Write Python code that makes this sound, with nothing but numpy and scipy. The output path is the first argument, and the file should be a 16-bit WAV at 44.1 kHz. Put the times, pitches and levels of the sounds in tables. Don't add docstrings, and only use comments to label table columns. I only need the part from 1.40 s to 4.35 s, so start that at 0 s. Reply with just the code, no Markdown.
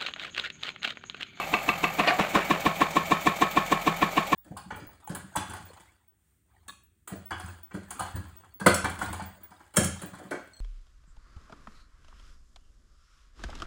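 import sys
import numpy as np
from scipy import signal
from scipy.io import wavfile

SR = 44100
rng = np.random.default_rng(int(sys.argv[2]) if len(sys.argv) > 2 else 0)


def voltage_ratio(level):
    return 10 ** (np.asarray(level, float) / 20)


def wav_record(signal):
    frames = np.transpose(np.atleast_2d(signal))
    bounded = np.clip(frames, -1, 1)
    quanta = np.round(bounded * 32767).astype(np.int16)
    wavfile.write(sys.argv[1], SR, quanta)


N = 130095

# pitch_hz, density_db (per Hz)
ENGINE_COLOUR = [(15, -48), (25, -20), (197, -3), (979, 11), (1090, -47), (1560, 9.5), (2360, -0.5),
                 (4990, -67), (12000, -28), (15600, -69), (22000, -120)]
# pitch_hz, width_hz, level_db
PANELS = [(165, 42, -47), (562, 85, -47.5), (649, 72, -44), (802, 76, -44), (1220, 53, -48.5),
          (1330, 71, -53), (2253, 110, -43), (3090, 45, -53.5), (3580, 300, -54), (6980, 1040, -53),
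          (4350, 280, -55)]
# multiple of the firing rate, level_db
ENGINE_ORDERS = [(1, -56), (2, -56), (4, -51.5)]
# time_s, pitch_hz, level_db
TURBO = [
    (0, 12970, -58),
    (.45, 12900, -57),
    (.6, 12800, -63),
    (1.5, 12680, -63),
    (2.2, 12720, -60),
    (2.95, 12740, -60),
]

# pitch_hz, density_db (per Hz)
VENT_COLOUR = [(880, -41), (1500, -32), (2300, -9.5), (2570, -6.5), (3580, -3.5), (5210, -46), (7440, 8.5),
               (12000, -46), (15600, -64), (22000, -120)]
# pitch_hz, width_hz, level_db
JET = [(13300, 1200, -8), (13900, 500, -3), (15300, 880, -2)]

# start_s, level_db, decay_s
DEBRIS = [
    (0.602, -29, 0.024),
    (.635, -35.5, 0.017),
    (0.797, -22.5, 0.041),
    (0.959, -22.5, 0.052),
    (1.108, -28, 0.052),
]
# pitch_hz, density_db (per Hz)
DEBRIS_COLOUR = [(120, -48), (200, -13.5), (569, 0), (641, -7.5), (1050, -6.5), (2240, -6.5), (4920, -30.5),
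                 (12000, -38.5), (15600, -70), (22000, -120)]

# time_s, level_db
SLIP_LEVEL = [
    (0.611, -24.5),
    (0.626, -50),
    (0.638, -32),
    (0.66, -35),
    (0.674, -19.5),
    (0.725, -30),
    (0.772, -39),
    (0.774, -30),
]
# pitch_hz, density_db (per Hz)
SLIP_COLOUR = [(120, -46), (200, -14), (496, 5.5), (660, -12.5), (1610, -1), (1890, 0), (2860, -7),
               (3150, -6.5), (9000, -65), (11700, -68), (19800, -120)]
# pitch_hz, width_hz, level_db
SLIP_RINGS = [(702, 42, 0.5), (1140, 27, 2.5), (1876, 43, 0), (2257, 52, 1), (2910, 70, -8.5),
              (3280, 120, -21), (4160, 230, -11)]
# start_s, level_db
SKID_KNOCKS = [(.6348, -22.5), (.641, -38), (.6745, -17), (.678, -12), (.6826, -13.5), (.687, -14.5),
               (.692, -18.5), (.697, -28), (.703, -21), (.711, -23.5), (.726, -35), (.754, -31)]
# pitch_hz, level_db, delay_ms, swell_ms, t60_s
LOOSE_TOOL = [(690, -3, 0.17, 0.87, 0.026), (990, -12, 0, .6, 0.027), (1520, -10, 0, .4, 0.023),
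              (1850, -1.5, 0.039, 0.35, 0.028), (2240, -6, .5, 0.44, .025), (2450, -2.5, 0, .3, 0.025),
              (2860, -4, .5, 0.33, 0.024), (3320, -18, 0.21, .2, .015), (3600, -12, 0.062, .2, .015),
              (4660, -11, 0.48, .2, 0.015)]

# pitch_hz, density_db (per Hz)
CRUNCH_COLOUR = [(35, -42), (60, -53), (208, -5.5), (493, -6.5), (1090, -10), (1490, -8), (2040, -6),
                 (4400, -26.5), (5400, -74), (12000, -50), (22000, -120)]

BLOW_S = [-.0125, .1383, .289, .4403, .5952, .797, .954, 1.1087, 1.2624, 1.4165, 1.5675, 1.7186, 1.8698,
          2.021, 2.1721, 2.3232, 2.4746, 2.6259, 2.7771, 2.9283]
# strength_db, housing_thump_db, seated_clang_db, ground_thud_db
BLOW_FORCE = [(-14.5, -43, -9, -39), (-12.5, -39, -9, -23), (-12.5, -30, -9, -24), (-13, -32, -9, -23.5),
              (-10.5, -26, -13, -19), (-12.5, -22.5, -16, -14.5), (-8, -16.5, -11.5, -12.5),
              (-9, -12.5, -9, -17), (-7.5, -15, -8.5, -14), (-8, -15.5, -8, -17), (-9.5, -16.5, -8.5, -19),
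              (-8.5, -16, -6.5, -15.5), (-8, -14, -6.5, -15), (-7.5, -15, -7, -18), (-9, -13.5, -7, -16),
              (-8.5, -16.5, -8, -18.5), (-8.5, -14, -8.5, -19.5), (-9.5, -17.5, -8, -15),
              (-9, -17, -8, -20), (-9.5, -14.5, -7.5, -15)]
# after_blow_ms, level_db
BOUNCES = [
    (21, -26),
    (28, -17),
    (39, -17.5),
    (48, -17),
    (55, -36),
    (64, -22),
    (86, -31.5),
    (99, -38),
]
# pitch_hz, level_db, delay_ms, swell_ms, t60_s
SEATED_TOOL = [(715, -12, -2, 3.8, 0.06), (905, -11, 0, 3, .028), (1094, 2.5, -.2, 1.2, .045),
               (1220, -2, -.4, .3, .012), (1343, -6.5, -0.7, 0.74, 0.021), (1280, -21.5, 14, 9.5, 0.21),
               (1762, -7, 2, 2, 0.04), (2307, -11, -2.5, 1.3, 0.025), (2402, -11.5, -1, 1.3, 0.061),
               (2558, -17, 4.5, 0.97, 0.039), (3110, -19, 6.5, 1.1, 0.021), (3449, -22, -2.25, 1.7, .04),
               (3640, -21.5, 3.5, 2.6, 0.041)]
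# pitch_hz, level_db, delay_ms, swell_ms, t60_s
BARE_TOOL = [(721, -9.5, -0.5, 2.6, 0.1), (1100, -3, 0.5, 0.28, 0.045), (1187, -7, 6.5, 1.4, 0.088),
             (1590, -8, 0, 0.88, 0.043), (2004, 0, 3, 0.35, 0.017), (2256, -13.5, 0.8, 0.35, 0.12),
             (2640, 4.5, .8, .2, .027), (2850, -6, .8, .2, .012), (2400, -8, 3, 1, .03),
             (1000, 3, .3, .05, .005), (3900, -7, .5, .05, .004), (3520, -23, 0.5, 0.38, 0.092),
             (4200, -21.5, 4.5, 0.37, 0.061)]
# pitch_hz, level_db, delay_ms, swell_ms, t60_s
HOUSING_THUMP = [(167, -12, 5, 6.6, 0.2), (315, .5, -3.5, 2.5, 0.042), (365, -10, -7, 1.35, 0.025)]
# pitch_hz, level_db, delay_ms, swell_ms, t60_s
GROUND_THUD = [(75, -16, -1.5, 4.4, 0.079), (197.6, -3, 5, 1.56, 0.073)]
# pitch_hz, level_db, delay_ms, swell_ms, t60_s
BOOM_KNOCK = [(445.4, -12.5, -5, 4.3, 0.057), (535, -25.5, -7, 0.98, 0.029)]


def rms_one(x):
    return x / np.sqrt(np.mean(x ** 2) + 1e-20)


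def drift(rate_hz):
    r = np.exp(-80 * np.pi * rate_hz / SR)
    warm_up = 2000
    white = rng.standard_normal(N // 40 + 2 + warm_up)
    slow = signal.lfilter([1], [1, -2 * r, r * r], white)[warm_up:]
    return np.interp(np.arange(N) / 40, np.arange(len(slow)), rms_one(slow))


def coloured(points, patchy_db):
    hz, db = np.transpose(points)
    edges = 22 * 2 ** np.arange(0, 9.6, 0.5)
    white = rng.standard_normal((2, N))
    out = 0
    for k, (low, high) in enumerate(zip(edges, edges[1:])):
        band_filter = signal.butter(2, [low, high], "band", fs=SR, output="sos")
        band = signal.sosfilt(band_filter, white[k % 2])
        level_db = np.interp(np.log(low * high) / 2, np.log(hz), db, -60)
        out = out + band * voltage_ratio(level_db + patchy_db * drift(14.7))
    return rms_one(out)


def resonant(peaks):
    out = 0
    for hz, width_hz, db in peaks:
        r = np.exp(-np.pi * width_hz / SR)
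        poles = [1, -2 * r * np.cos(2 * np.pi * hz / SR), r * r]
        ringing = signal.lfilter([1, 0, -1], poles, rng.standard_normal(N))
        out = out + voltage_ratio(db) * rms_one(ringing)
    return out


def strike(modes, start_s, gain, scatter_db):
    pad = SR
    out = np.zeros(N + 2 * pad)
    chance = rng.standard_normal((len(start_s), len(modes)))
    for k, (hz, db, delay_ms, swell_ms, t60_s) in enumerate(modes):
        clicks = np.zeros(N + 2 * pad) + 1e-18
        at = ((start_s + delay_ms / 1000) * SR).astype(int) + pad
        np.add.at(clicks, at, gain * voltage_ratio(db + scatter_db * chance[:, k]))
        soft = np.exp(-1000 / (abs(swell_ms) + 0.17) / SR)
        pole = voltage_ratio(-60 / (t60_s * SR)) * np.exp(2j * np.pi * hz / SR)
        out += signal.lfilter([1 - soft], np.poly([pole, pole * soft]), clicks).imag
    return out[pad:pad + N]


def blow_table():
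    start_s = np.array(BLOW_S)
    strength, thump, clang, thud = voltage_ratio(np.transpose(BLOW_FORCE))
    settle_from_s, settle_to_s = 0.45, 0.8
    seat = np.clip((start_s - settle_from_s) / (settle_to_s - settle_from_s), 0, 1)
    return start_s, strength, seat, thump, clang, thud


def per_blow(shape):
    lead = SR // 5
    one = shape(np.arange(-lead, SR // 3) / SR)
    out = np.zeros(N + 2 * SR)
    for at_s, gain in zip(*blow_table()[:2]):
        start = int(at_s * SR) + SR - lead
        out[start:start + len(one)] += gain * one
    return out[SR:SR + N]


def peak(t, rise_s, decay_s):
    return np.exp(np.where(t < 0, t / rise_s, -t / decay_s))


def engine():
    t = np.arange(N) / SR
    firing_hz, firing_depth = 41.67, 0.19
    turn = 2 * np.pi * firing_hz * t + 0.42 * drift(0.93)
    noise = voltage_ratio(-44.5) * coloured(ENGINE_COLOUR, patchy_db=1.5) + resonant(PANELS)
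    body = noise * (1 + firing_depth * np.cos(turn))
    hum = sum(voltage_ratio(db + 2.7 * drift(1.3)) * np.sin(k * turn) for k, db in ENGINE_ORDERS)
    return body + hum


def turbo():
    t = np.arange(N) / SR
    time_s, hz, db = np.transpose(TURBO)
    width_hz = 45
    pole = np.exp(-np.pi * width_hz / SR)
    wobble = signal.lfilter([1], [1, -pole], rng.standard_normal((2, N)))
    carrier = np.exp(2j * np.pi * np.cumsum(np.interp(t, time_s, hz)) / SR)
    whistle = carrier * (wobble[0] + 1j * wobble[1])
    return voltage_ratio(np.interp(t, time_s, db) + 1.1 * drift(7.1)) * rms_one(whistle.real)


def valve():
    lead_s, rise_s, decay_s = 0.063, 0.0034, 0.016
    stroke_rise_s, stroke_decay_s = 0.011, 0.016

    def flip(t):
        since = t + lead_s
        return (1 - np.exp(-np.maximum(since, 0) / rise_s)) * np.exp(-np.abs(since) / decay_s)

    def hiss_shape(t):
        return voltage_ratio(-38.5) * flip(t) + voltage_ratio(-37) * peak(t, stroke_rise_s, stroke_decay_s)

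    def jet_shape(t):
        stroke = peak(t, 2.9 * stroke_rise_s, stroke_decay_s)
        return voltage_ratio(-42.5) * flip(t) ** 1.7 + voltage_ratio(-50.5) * stroke

    def pipe_shape(t):
        return voltage_ratio(-39.5) * flip(t) + voltage_ratio(-37.5) * peak(t + 0.0065, 0.0091, 0.01)

    mean = blow_table()[1].mean()
    jet_top = signal.ellip(6, 1, 50, 11700, "high", fs=SR, output="sos")
    jet = rms_one(signal.sosfilt(jet_top, resonant(JET)))
    pipe = per_blow(pipe_shape) / mean * resonant([(2370, 200, 0)])
    hiss = per_blow(hiss_shape) / mean * coloured(VENT_COLOUR, patchy_db=-1.5)
    leak = voltage_ratio(-59.5)
    return pipe + hiss + (per_blow(jet_shape) / mean + leak) * jet * voltage_ratio(2.3 * drift(60))


def debris():
    t = np.arange(N) / SR
    spray = sum(voltage_ratio(db) * peak(t - start_s, 0.008, decay_s) for start_s, db, decay_s in DEBRIS)
    grains = voltage_ratio(4.1 * drift(280))
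    return spray * grains * coloured(DEBRIS_COLOUR, patchy_db=2.0)


def boom_groan():
    t = np.arange(N) / SR
    level = 2 * voltage_ratio(-25.5 + 2 * drift(45))
    tone = np.sin(2 * np.pi * 735 * t + 1.1 * drift(45))
    return level * tone * peak(t - 0.707, 0.0029, 0.042)


def slip():
    t = np.arange(N) / SR
    time_s, db = np.transpose(SLIP_LEVEL)
    rough = coloured(SLIP_COLOUR, patchy_db=4.0) + voltage_ratio(1) * rms_one(resonant(SLIP_RINGS))
    groan = boom_groan()
    grind = voltage_ratio(np.interp(t, time_s, db, -90, -90) - 3.5 + 2.2 * drift(150)) * rough
    hard_knock = strike(BOOM_KNOCK, np.array([0.598]), voltage_ratio(-9), 0.91)
    knock_s, knock_db = np.transpose(SKID_KNOCKS)
    knocks = strike(LOOSE_TOOL, knock_s, voltage_ratio(knock_db), 2.6)
    return grind + groan + hard_knock + knocks


def crunch():
    rush_s = 0.007
    noise = coloured(CRUNCH_COLOUR, patchy_db=4.5)

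    def shape(t):
        crush = voltage_ratio(-13.5) * peak(t, rush_s, 0.012)
        tail = voltage_ratio(-28.5) * peak(t, rush_s, 0.053)
        rattle = voltage_ratio(-27.5) * np.exp(-((t - 0.052) / 0.0033) ** 2)
        return crush + tail + rattle

    def same_grit(t):
        return shape(t) * np.interp(t + 1, np.arange(N) / SR, noise)

    return per_blow(same_grit) + voltage_ratio(-6) * per_blow(shape) * noise[::-1]


def steel():
    start_s, gain, seat, thump, clang, thud = blow_table()
    after_ms, db = np.transpose([(0, 0)] + BOUNCES)
    mode_scatter_db, bounce_scatter_db, bounce_jitter_ms = 1.1, 0.5, 0.3
    jitter_ms = (after_ms > 0) * bounce_jitter_ms * rng.standard_normal((len(start_s), len(after_ms)))
    contact_s = (start_s[:, None] + (after_ms + jitter_ms) / 1000).ravel()
    scatter_db = np.tile(np.where(after_ms > 0, bounce_scatter_db, mode_scatter_db), len(start_s))
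    out = 0
    for modes, force in ((SEATED_TOOL, clang * (seat > 0)), (BARE_TOOL, gain * (1 - seat) ** 2)):
        out = out + strike(modes, contact_s, (force[:, None] * voltage_ratio(db)).ravel(), scatter_db)
    for modes, force in ((HOUSING_THUMP, thump), (GROUND_THUD, thud), (BOOM_KNOCK, gain)):
        out = out + strike(modes, start_s, force, mode_scatter_db)
    return out


def scene():
    breaker = steel() + crunch() + debris() + valve() + slip()
    return (breaker + engine() + turbo())[None]


def band_limit(x):
    return signal.sosfilt(signal.butter(12, 16580, fs=SR, output="sos"), x)


def record(dry):
    limit = 0.46
    rounded = limit * np.tanh(dry / limit)
    top_cut = signal.ellip(10, 0.5, 70, 15740, fs=SR, output="sos")
    mix = signal.sosfilt(top_cut, rounded)
    return band_limit(mix)


dry = scene()
out = record(dry)
wav_record(out)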